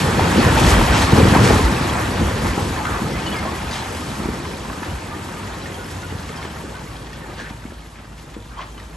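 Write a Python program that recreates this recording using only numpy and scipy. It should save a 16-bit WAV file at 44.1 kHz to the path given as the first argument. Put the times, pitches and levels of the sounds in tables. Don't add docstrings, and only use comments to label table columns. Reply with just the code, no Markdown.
import sys
import numpy as np
from scipy import signal
from scipy.fft import rfft, irfft
from scipy.io import wavfile

SR = 44100
rng = np.random.default_rng(int(sys.argv[2]) if len(sys.argv) > 2 else 0)


def file_out(sig):
    cols = np.atleast_2d(sig).T
    lim = np.clip(cols, -1, 1)
    pcm = np.round(lim * 32767).astype(np.int16)
    wavfile.write(sys.argv[1], SR, pcm)


N = 395136
TIME = np.arange(N) / SR

# (time [s], relative level [dB])
RUBBLE_FLOW = [(0, -3), (.11, -6), (.4, -2), (.55, -1), (.7, 0.5), (.87, -1.5), (1.0, -2), (1.09, -3),
               (1.17, -0.5), (1.5, -1), (1.72, -5.5), (2.15, -8.5), (4.1, -14.5), (5.1, -17.5),
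               (6.4, -19.5), (7.4, -24.5), (7.9, -30), (8.45, -28.5), (8.96, -28)]
# (time [s], length [s], boom of the floors [dB], crunch of the slabs [dB])
CRASHES = [(0, 0.031, -24, -19), (0.147, 0.032, -14.5, -18.5), (0.217, 0.22, -21, -21.5),
           (0.423, 0.078, -15, -22.5), (0.575, 0.25, -16, -21.5), (0.863, 0.056, -14, -38),
           (1.115, 0.2, -18, -16), (1.346, 0.24, -15.5, -17.5), (1.597, 0.049, -22, -23),
           (1.778, 0.31, -28.5, -26), (2.186, 0.044, -18, -22.5), (2.337, 0.32, -25, -26.5),
           (2.986, 0.36, -40, -32), (4.168, 0.22, -42, -30.5), (5.2, 0.52, -50, -40),
           (6.785, 0.029, -33, -44)]
# (frequency [Hz], relative level [dB])
ROAR_SPECTRUM = [(18, -37), (30, -13.5), (70, 7.5), (118, -4.5), (169, -4), (502, -12), (592, -14),
                 (974, -12), (1180, -15), (1720, -17.5), (2340, -22), (8600, -33), (11200, -65),
                 (18900, -120)]
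SAND_TRIM = [(5000, -2.5), (8300, -2.5), (10300, -3.5)]
# (time [s], level [dB], pitch [Hz], swell [s])
THUDS = [(.367, -7.5, 233, .015), (.452, -13, 109, 0.01), (0.765, -8, 48, 0.015), (1.12, -7.5, 313, 0.0045),
         (1.122, -1.5, 136, .013), (1.182, -7, 234, 0.0055), (1.225, -6, 176, 0.0083),
         (1.251, -5, 300, 0.0042), (1.273, -6, 100, 0.007), (1.408, -9, 125, 0.0076),
         (1.358, -4.5, 258, 0.0057), (1.504, -4, 417, 0.004), (1.527, -9.5, 200, 0.0047),
         (1.559, -6, 270, 0.0043), (1.719, -11, 185, 0.0085), (2.211, -14, 186, 0.0092),
         (2.222, -14.5, 60, 0.0097), (2.574, -13, 265, 0.0054), (3.009, -17, 215, .012),
         (3.15, -22, 289, 0.0063), (4.198, -18, 197, 0.0049), (4.232, -18, 260, 0.0041),
         (4.253, -15, 240, 0.0045), (4.285, -13.5, 280, 0.005), (4.325, -28, 180, 0.015),
         (6.117, -21.5, 285, 0.0089), (6.14, -24, 188.5, 0.0147), (6.297, -24, 169, .0045),
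         (6.448, -21, 267, 0.0057), (6.47, -27, 160, 0.0057), (6.79, -28, 170, 0.0087),
         (6.82, -28, 99.7, 0.0085), (6.838, -26, 150, 0.0062), (7.286, -27, 370, 0.0079),
         (7.505, -25, 200, 0.0048), (7.539, -30, 97, 0.0077), (7.65, -22.5, 250, 0.0051),
         (7.718, -29, 390, 0.0048), (7.858, -35, 340, .004), (8.239, -31, 290, 0.00395),
         (8.36, -23, 312, 0.0072), (8.461, -28, 100.2, 0.0043)]
# (time [s], level [dB], pitch [Hz], 60 dB decay [s])
KNOCKS = [(.1945, -3, 760, .012), (.195, -5, 1350, .01), (.203, -9, 910, .03), (.812, -2, 940, 0.03),
          (1.35, -6, 762, .04), (1.897, -16, 3300, .018), (2.576, -14, 802, 0.1), (2.852, -10, 1270, 0.022),
          (2.96, -24, 947, .05), (3.452, -18, 638, .1), (3.474, -24, 930, 0.05), (4.452, -19, 1023, 0.044),
          (4.451, -25, 2080, 0.023), (4.698, -19, 1126, 0.035), (4.728, -22, 1260, 0.068),
          (4.828, -26, 1710, 0.06), (4.83, -19, 950, 0.036), (4.862, -26, 1700, .03),
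          (5.288, -23, 950, .05), (5.658, -22, 1830, 0.045), (5.72, -26, 2026, .04),
          (6.29, -26, 2100, 0.025), (6.293, -24, 1200, 0.033), (6.427, -21.5, 2170, 0.023),
          (6.448, -22, 1790, .03), (7.128, -28, 1830, 0.062), (7.462, -27, 1690, .035),
          (7.5, -26, 2003, .02), (7.503, -25, 1000, 0.024), (7.638, -29, 1500, .015),
          (7.955, -37, 2143, .04), (7.978, -36, 1314, 0.04), (8.186, -39, 2900, .03),
          (8.455, -34, 999, .04), (8.342, -35, 2103, 0.031), (8.592, -23, 1030, 0.05),
          (8.615, -29, 2000, 0.031), (8.778, -28, 1165, 0.04), (8.799, -31, 1894, .03)]
CLINKS = [(1.765, -23, 2620, .06), (2.694, -32, 3940, .05), (3.263, -21.5, 2970, 0.15),
          (3.312, -29, 2965, .11), (3.326, -26, 3290, .08), (3.36, -32, 4995, .09),
          (3.708, -31, 4760, 0.15), (3.73, -24.5, 3789, .06), (3.733, -31, 6100, .06),
          (3.756, -26, 3140, .11), (3.79, -31, 4048, .12), (3.948, -32, 4823, .04), (4.462, -36, 3962, .05),
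          (5.622, -34, 3962, .05), (5.742, -33, 3186, 0.085), (5.843, -35, 5100, .05),
          (6.359, -34, 5167, .07), (6.372, -35, 3180, 0.12), (7.131, -41, 5081, .05),
          (7.137, -37, 3359, .05), (7.398, -41, 5770, .12), (8.58, -38, 3200, .09), (8.612, -34, 2940, .05),
          (8.778, -39, 3014, .06)]
# (multiple of the pitch [ratio], level [dB])
SLAB_MODES = [(1, -4), (1.5, -9), (.62, -8)]
BLOCK_MODES = [(1, -2), (1.17, -10), (1.55, -12), (2.3, -17)]
SHARD_MODES = [(1, -1), (1.02, -11), (1.44, -9), (2.07, -14)]
# (time of the crest [s], half length [s], level [dB], treble corner [Hz])
SPILLS = [(0.01, 0.022, -30, 8800), (0.594, 0.013, -23, 6860), (0.638, 0.019, -27, 5000),
          (0.697, 0.024, -21.5, 7000), (.755, 0.038, -26, 2000), (0.956, 0.025, -23, 3500),
          (1.019, 0.031, -24, 5450), (1.461, 0.026, -23.5, 5500), (1.554, 0.043, -27.5, 8980),
          (2.477, 0.027, -34, 8000), (3.75, 0.036, -32, 4800), (4.02, 0.17, -40, 10100),
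          (4.85, 0.019, -39, 3500), (5.915, 0.014, -38, 7500), (6.296, .013, -42, 4000),
          (6.437, 0.027, -43, 3200), (7.319, .03, -41, 1300), (7.399, 0.019, -34.5, 2500),
          (7.46, 0.025, -41, 1800), (7.501, 0.0094, -43, 2400), (8.189, 0.01, -46, 5500),
          (8.225, .01, -47, 9020), (8.306, .006, -45, 7000), (8.345, .007, -42.5, 2190),
          (8.584, 0.02, -42.5, 1100), (8.616, 0.022, -37.5, 2010), (8.797, 0.018, -45.5, 2400)]
# (time [s], length [s], level [dB], centre [Hz], width [octaves])
SCRAPES = [(2.854, 0.041, -26.5, 1370, .35), (2.893, .11, -29.5, 1150, 1), (4.822, .07, -38, 1400, 1.0),
           (7.374, 0.13, -37.5, 1630, .3), (7.95, .06, -49, 1900, .9), (8.5, .07, -45.5, 1300, .5),
           (8.559, .055, -34.5, 1030, 0.24), (8.598, .05, -41, 1200, .6)]
# (time [s], length [s], level [dB], pitch [Hz])
SQUEAKS = [(2.796, 0.033, -27, 850), (3.124, .05, -36, 2050), (3.333, 0.032, -36, 1647),
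           (3.363, 0.046, -33, 2144), (3.47, 0.033, -31.5, 1105), (5.108, 0.048, -35.5, 1205),
           (5.784, .06, -40, 1456), (6.025, 0.032, -36, 1447), (6.739, 0.039, -38, 1500),
           (7.218, .035, -42, 1810)]
# (time [s], firing rate [Hz])
ENGINE_SPEED = [(0, 79.7), (3.4, 75.1), (4.5, 75), (5.0, 92.1), (6.05, 91.8), (6.45, 79.4), (6.6, 66.5),
                (6.95, 54.6), (8.96, 53)]
EXHAUST_HARMONICS = [-1.5, -24, -10.5]
# (delay [s], level [dB])
ECHOES = [(0.009, -13.5), (.027, -13.5), (.049, -13), (.083, -15)]
# (frequency [Hz], correlation [0..1])
STEREO_LIKENESS = [(60, 1), (150, 0.99), (300, 1), (450, 0.89), (640, 0.33), (900, 0.79), (1500, 0.56),
                   (2700, 0.75), (6000, 0.67), (8000, 1)]
# (frequency [Hz], phase lead [rad])
LEFT_RIGHT_PHASE = [(60, 0.07), (250, -0.35), (560, -0.8), (850, 0.5), (1400, -1.2), (2100, 0.1),
                    (3600, 0.71), (6500, 0.47), (8400, 0), (9200, -3.5), (10000, -4), (10900, -6.5)]
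# (frequency [Hz], level [dB])
PORT_BALANCE = [(60, 0), (470, 0.9), (700, -0.5), (1200, 0.8), (1700, -1), (3000, 1.5), (7000, 2),
                (8500, 0)]

FLOORS_DB, FLOORS_FOLLOW = -22.5, 0.77
SLABS_DB, SLABS_FOLLOW = -18, 0.88
CHUNKS_DB, CHUNKS_FOLLOW = -18, 0.96
GRIT_DB, GRIT_FOLLOW = -27.5, 0.85
SAND_DB, SAND_FOLLOW = -32, 0.78
BRICKS_DB, BRICKS_FOLLOW = -28, 0.87
STONES_DB, STONES_FOLLOW = -17.5, .7


def roar():
    flow_db, = in_time(RUBBLE_FLOW)
    boom, crunch = crashes(attack_s=0.02, release_s=0.073)
    edges_hz = [34, 48, 70, 110, 165, 245, 365, 550, 740, 1000, 1350, 1900, 2600, 3500, 4600, 6000,
                7500, 9000, 12000]
    floors = rubble(edges_hz[:4], per_s=90, spread_db=4, wash_db=-4, surge_db=1.35, patchy_db=-1.1)
    slabs = rubble(edges_hz[3:8], per_s=170, spread_db=0.5, wash_db=-1.5, surge_db=1.05, patchy_db=1.5)
    chunks = rubble(edges_hz[7:13], per_s=350, spread_db=1.5, wash_db=2, surge_db=1.03, patchy_db=0.5)
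    grit = rubble(edges_hz[12:16], per_s=900, spread_db=-1, wash_db=1.5, surge_db=0.45, patchy_db=1)
    sand = rubble(edges_hz[15:], per_s=1000, spread_db=1, wash_db=1.5, surge_db=0.8, patchy_db=1.2)
    bricks = brick_clatter(per_s=110, ring_cycles=52, tilt_db=-2.5, spread_db=9.5)
    return (floors * np.hypot(boom, from_db(FLOORS_DB + FLOORS_FOLLOW * flow_db))
            + slabs * np.hypot(crunch, from_db(SLABS_DB + SLABS_FOLLOW * flow_db))
            + chunks * from_db(CHUNKS_DB + CHUNKS_FOLLOW * flow_db)
            + grit * from_db(GRIT_DB + GRIT_FOLLOW * flow_db)
            + sand * from_db(SAND_DB + SAND_FOLLOW * flow_db)
            + bricks * from_db(BRICKS_DB + BRICKS_FOLLOW * flow_db))


def crashes(attack_s, release_s):
    power = np.zeros((2, N))
    for s, length_s, boom_db, crunch_db in CRASHES:
        age = np.maximum(TIME - s, 0)
        shape = (1 - np.exp(-age / attack_s)) * np.exp(-np.maximum(age - length_s, 0) / release_s)
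        power += (from_db([[boom_db], [crunch_db]]) * shape) ** 2
    return np.sqrt(power)


def rubble(edges_hz, per_s, spread_db, wash_db, surge_db, patchy_db):
    out, surge = 0, drift(7.5)
    for low, high in zip(edges_hz, edges_hz[1:]):
        hz = np.sqrt(low * high)
        wash, side = rng.standard_normal((2, N))
        mid = rms_one(collisions(per_s, spread_db) + from_db(wash_db) * wash)
        band = stereo(*filtered([mid, side], "band", [low, high], order=3), hz)
        colour_db = at_hz(ROAR_SPECTRUM, min(hz, 8000)) + at_hz(SAND_TRIM, hz)
        out = out + band * from_db(colour_db + patchy_db * drift(17.5))
    return rms_one(out * from_db(surge_db * surge))


def collisions(per_s, spread_db):
    sizes = from_db(spread_db * np.minimum(rng.exponential(1, N), 4))
    return rms_one(sizes * rng.choice([-1, 1], N) * (rng.random(N) < per_s / SR)) + 1e-18


def brick_clatter(per_s, ring_cycles, tilt_db, spread_db, count=3000):
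    out, t = np.zeros((2, N)), TIME[:SR // 8]
    across = np.array([[1], [-1]])
    gaps, pitches, sizes, places, lags = rng.random((count, 5)).T
    times = np.cumsum(-np.log(1 - gaps)) / per_s
    for s, pitch, size, place, lag in zip(times, pitches, sizes, places, lags):
        if s < TIME[-1]:
            hz = 850 * 10 ** pitch
            age = np.log(1000) * hz * t / ring_cycles
            envelope = age * np.exp(-age)
            ring = envelope * np.sin(2 * np.pi * hz * t + across * (lag - .5) * 2)
            pan_db = across * (place - .5) * 1.6
            add(out, s, ring * from_db(spread_db * size + tilt_db * np.log2(hz) + pan_db))
    return rms_one(site_echoes(out))


def slab_thuds(crush_db, crush_width):
    out, t = np.zeros((2, N)), TIME[:SR // 8]
    for s, level_db, hz, swell_s in THUDS:
        push = (t / swell_s * np.exp(1 - t / swell_s)) ** 3
        body = sum(from_db(db) * np.cos(2 * np.pi * hz * ratio * (t - swell_s))
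                   for ratio, db in SLAB_MODES)
        crush = from_db(crush_db) * crushing(hz, crush_width, len(t))
        add(out, s, from_db(level_db) * push * (body + crush))
    return out


def blows(rows, modes, crush_db, crush_width, rise_share):
    out, t = np.zeros((2, N)), TIME[:SR // 7]
    for s, level_db, hz, t60 in rows:
        ring = 0
        for ratio, db in modes:
            mode_hz = hz * ratio * (1 + 0.068 * np.log(ratio) * rng.normal())
            ring += np.sin(2 * np.pi * mode_hz * t) * from_db(db - 60 * t * np.sqrt(ratio) / t60)
        crush = crushing(hz, crush_width, len(t)) * from_db(crush_db - 60 * t / t60)
        attack = 1 - np.exp(-t / (rise_share * t60))
        add(out, s, from_db(level_db) * (ring + crush) * attack)
    return out


def crushing(hz, width, samples):
    noise = filtered(rng.standard_normal((2, samples)), "band", [hz / width, hz * width])
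    return stereo(*rms_one(noise), hz)


def gravel_spills():
    out = np.zeros((2, N))
    stones = stereo(collisions(per_s=1500, spread_db=1.5), collisions(per_s=3700, spread_db=2), hz=7400)
    stones = filtered(stones, "high", 550)
    for s, half_s, level_db, corner_hz in SPILLS:
        during = np.abs(TIME - s) < 4 * half_s
        rattle = filtered(stones[:, during], "low", corner_hz, order=1)
        rattle = filtered(rattle, "low", 1.97 * corner_hz)
        swell = np.exp(-.5 * ((TIME[during] - s) / half_s) ** 2)
        out[:, during] += rms_one(rattle) * from_db(level_db) * swell
    return out


def stray_stones(per_s, low_hz, high_hz, spread_db, tilt_db, t60, bounce_s, bounce_loss_db, count=100):
    gaps, pitches, sizes, hops = rng.random((count, 4)).T
    s = np.cumsum(-np.log(1 - gaps)) / per_s
    octaves = pitches * np.log2(high_hz / low_hz)
    flow_db = np.interp(s, *np.transpose(RUBBLE_FLOW))
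    level_db = STONES_DB + STONES_FOLLOW * flow_db + spread_db * sizes + tilt_db * octaves
    hz, ring_s = low_hz * 2 ** octaves, np.full(count, t60)
    landings = np.c_[s, level_db, hz, ring_s]
    bounces = np.c_[s + bounce_s * (.5 + hops), level_db - bounce_loss_db, hz, ring_s]
    rows = np.vstack([landings, bounces])
    return blows(rows[rows[:, 0] < TIME[-1]], BLOCK_MODES, crush_db=-6, crush_width=1.7, rise_share=.03)


def slab_scrapes(slips_per_s, spread_db, edge_share):
    out = np.zeros((2, N))
    slips = np.array([collisions(slips_per_s, spread_db) for _ in range(2)])
    for s, length_s, level_db, hz, octaves in SCRAPES:
        during = (TIME >= s) & (TIME < s + length_s)
        width = 2 ** (octaves / 2)
        grind = stereo(*filtered(slips[:, during], "band", [hz / width, hz * width]), hz)
        fade = signal.windows.tukey(grind.shape[1], edge_share)
        add(out, s, from_db(level_db) * rms_one(grind) * fade)
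    return out


def steel_squeaks(waver, edge_share):
    out = np.zeros((2, N))
    for s, length_s, level_db, hz in SQUEAKS:
        samples = int(length_s * SR)
        slip = rms_one(filtered(rng.standard_normal(samples), "low", 90))
        note = np.sqrt(2) * np.sin(2 * np.pi * np.cumsum(hz * (1 + waver * slip)) / SR)
        fade = signal.windows.tukey(samples, edge_share)
        add(out, s, from_db(level_db) * fade * np.array([note, note]))
    return out


def diesel(idle_hz, exhaust_db, muffler_hz, rumble_db, rumble_hz, db_per_hz):
    firing_hz, = in_time(ENGINE_SPEED)
    phase = 2 * np.pi * np.cumsum(firing_hz * (1 + 0.0074 * drift(5.5))) / SR
    tones = sum(from_db(db + 1.8 * drift(9)) * np.sin(k * phase)
                for k, db in enumerate(EXHAUST_HARMONICS, 1))
    exhaust = from_db(exhaust_db) * rms_one(filtered(tones, "low", muffler_hz, order=1))
    rumble = from_db(rumble_db) * rms_one(filtered(rng.standard_normal(N), "band", rumble_hz))
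    return (exhaust + rumble) * from_db(db_per_hz * (firing_hz - idle_hz))


def site_echoes(x):
    out, dull = x.copy(), filtered(x, "low", 4800, order=1)
    for delay_s, level_db in ECHOES:
        echo = np.array([np.roll(side, rng.integers(0, 24)) for side in dull])
        add(out, delay_s, from_db(level_db) * echo)
    return out


def stereo(mid, side, hz):
    alike = np.clip(at_hz(STEREO_LIKENESS, hz), 0, .999)
    return (np.sqrt(1 + alike) * mid + np.sqrt(1 - alike) * side * np.array([[1], [-1]])) / np.sqrt(2)


def drift(rate_hz):
    step, settle = 40, 2000
    pole = np.exp(-2 * np.pi * rate_hz * step / SR)
    noise = rng.standard_normal(N // step + settle + 2)
    slow = signal.lfilter([1], [1, -2 * pole, pole * pole], noise)[settle:]
    return np.interp(np.arange(N) / step, np.arange(len(slow)), rms_one(slow))


def from_db(db):
    return 10 ** (np.asarray(db) / 20)


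def rms_one(x):
    return x / np.sqrt(np.mean(x ** 2) + 1e-20)


def in_time(rows):
    s, *columns = np.transpose(rows)
    return [np.interp(TIME, s, c) for c in columns]


def at_hz(points, hz):
    point_hz, values = np.transpose(points)
    return np.interp(np.log(hz), np.log(point_hz), values)


def filtered(x, kind, hz, order=2):
    return signal.sosfilt(signal.butter(order, np.clip(hz, 10, .45 * SR), kind, fs=SR, output="sos"), x)


def add(out, s, sound):
    start = int(np.clip(s * SR, 0, N - 1))
    out[:, start:start + sound.shape[1]] += sound[:, :N - start]


def scene():
    thuds = slab_thuds(crush_db=-18.5, crush_width=2.6)
    knocks = blows(KNOCKS, BLOCK_MODES, crush_db=-8, crush_width=1.7, rise_share=0.035)
    clinks = blows(CLINKS, SHARD_MODES, crush_db=-14, crush_width=1.4, rise_share=0.01)
    clacks = stray_stones(per_s=9, low_hz=1100, high_hz=4400, spread_db=3.5, tilt_db=-2.5, t60=.03,
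                          bounce_s=.06, bounce_loss_db=2)
    squeaks = steel_squeaks(waver=0.009, edge_share=0.24)
    scrapes = slab_scrapes(slips_per_s=900, spread_db=1, edge_share=0.33)
    collapse = roar()
    pieces = site_echoes(thuds + knocks + clinks + clacks + squeaks + scrapes + gravel_spills())
    machine = diesel(idle_hz=54, exhaust_db=-40, muffler_hz=175, rumble_db=-47.5, rumble_hz=(78, 155),
                     db_per_hz=0.0466)
    return collapse + pieces + machine


def record(dry):
    bass_cut_hz, top_cut_hz = 35, 11800
    hz = np.maximum(np.arange(N // 2 + 1) * SR / N, 1)
    half = np.array([[.5], [-.5]])
    response = np.exp(1j * at_hz(LEFT_RIGHT_PHASE, hz) * half) * from_db(at_hz(PORT_BALANCE, hz) * half)
    channels = filtered(irfft(rfft(dry) * response, N), "high", bass_cut_hz, order=4)
    rounded = channels / (1 + channels ** 6) ** (1 / 6)
    return signal.sosfilt(signal.ellip(10, .2, 90, top_cut_hz, fs=SR, output="sos"), rounded)


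dry = scene()
out = record(dry)
file_out(out)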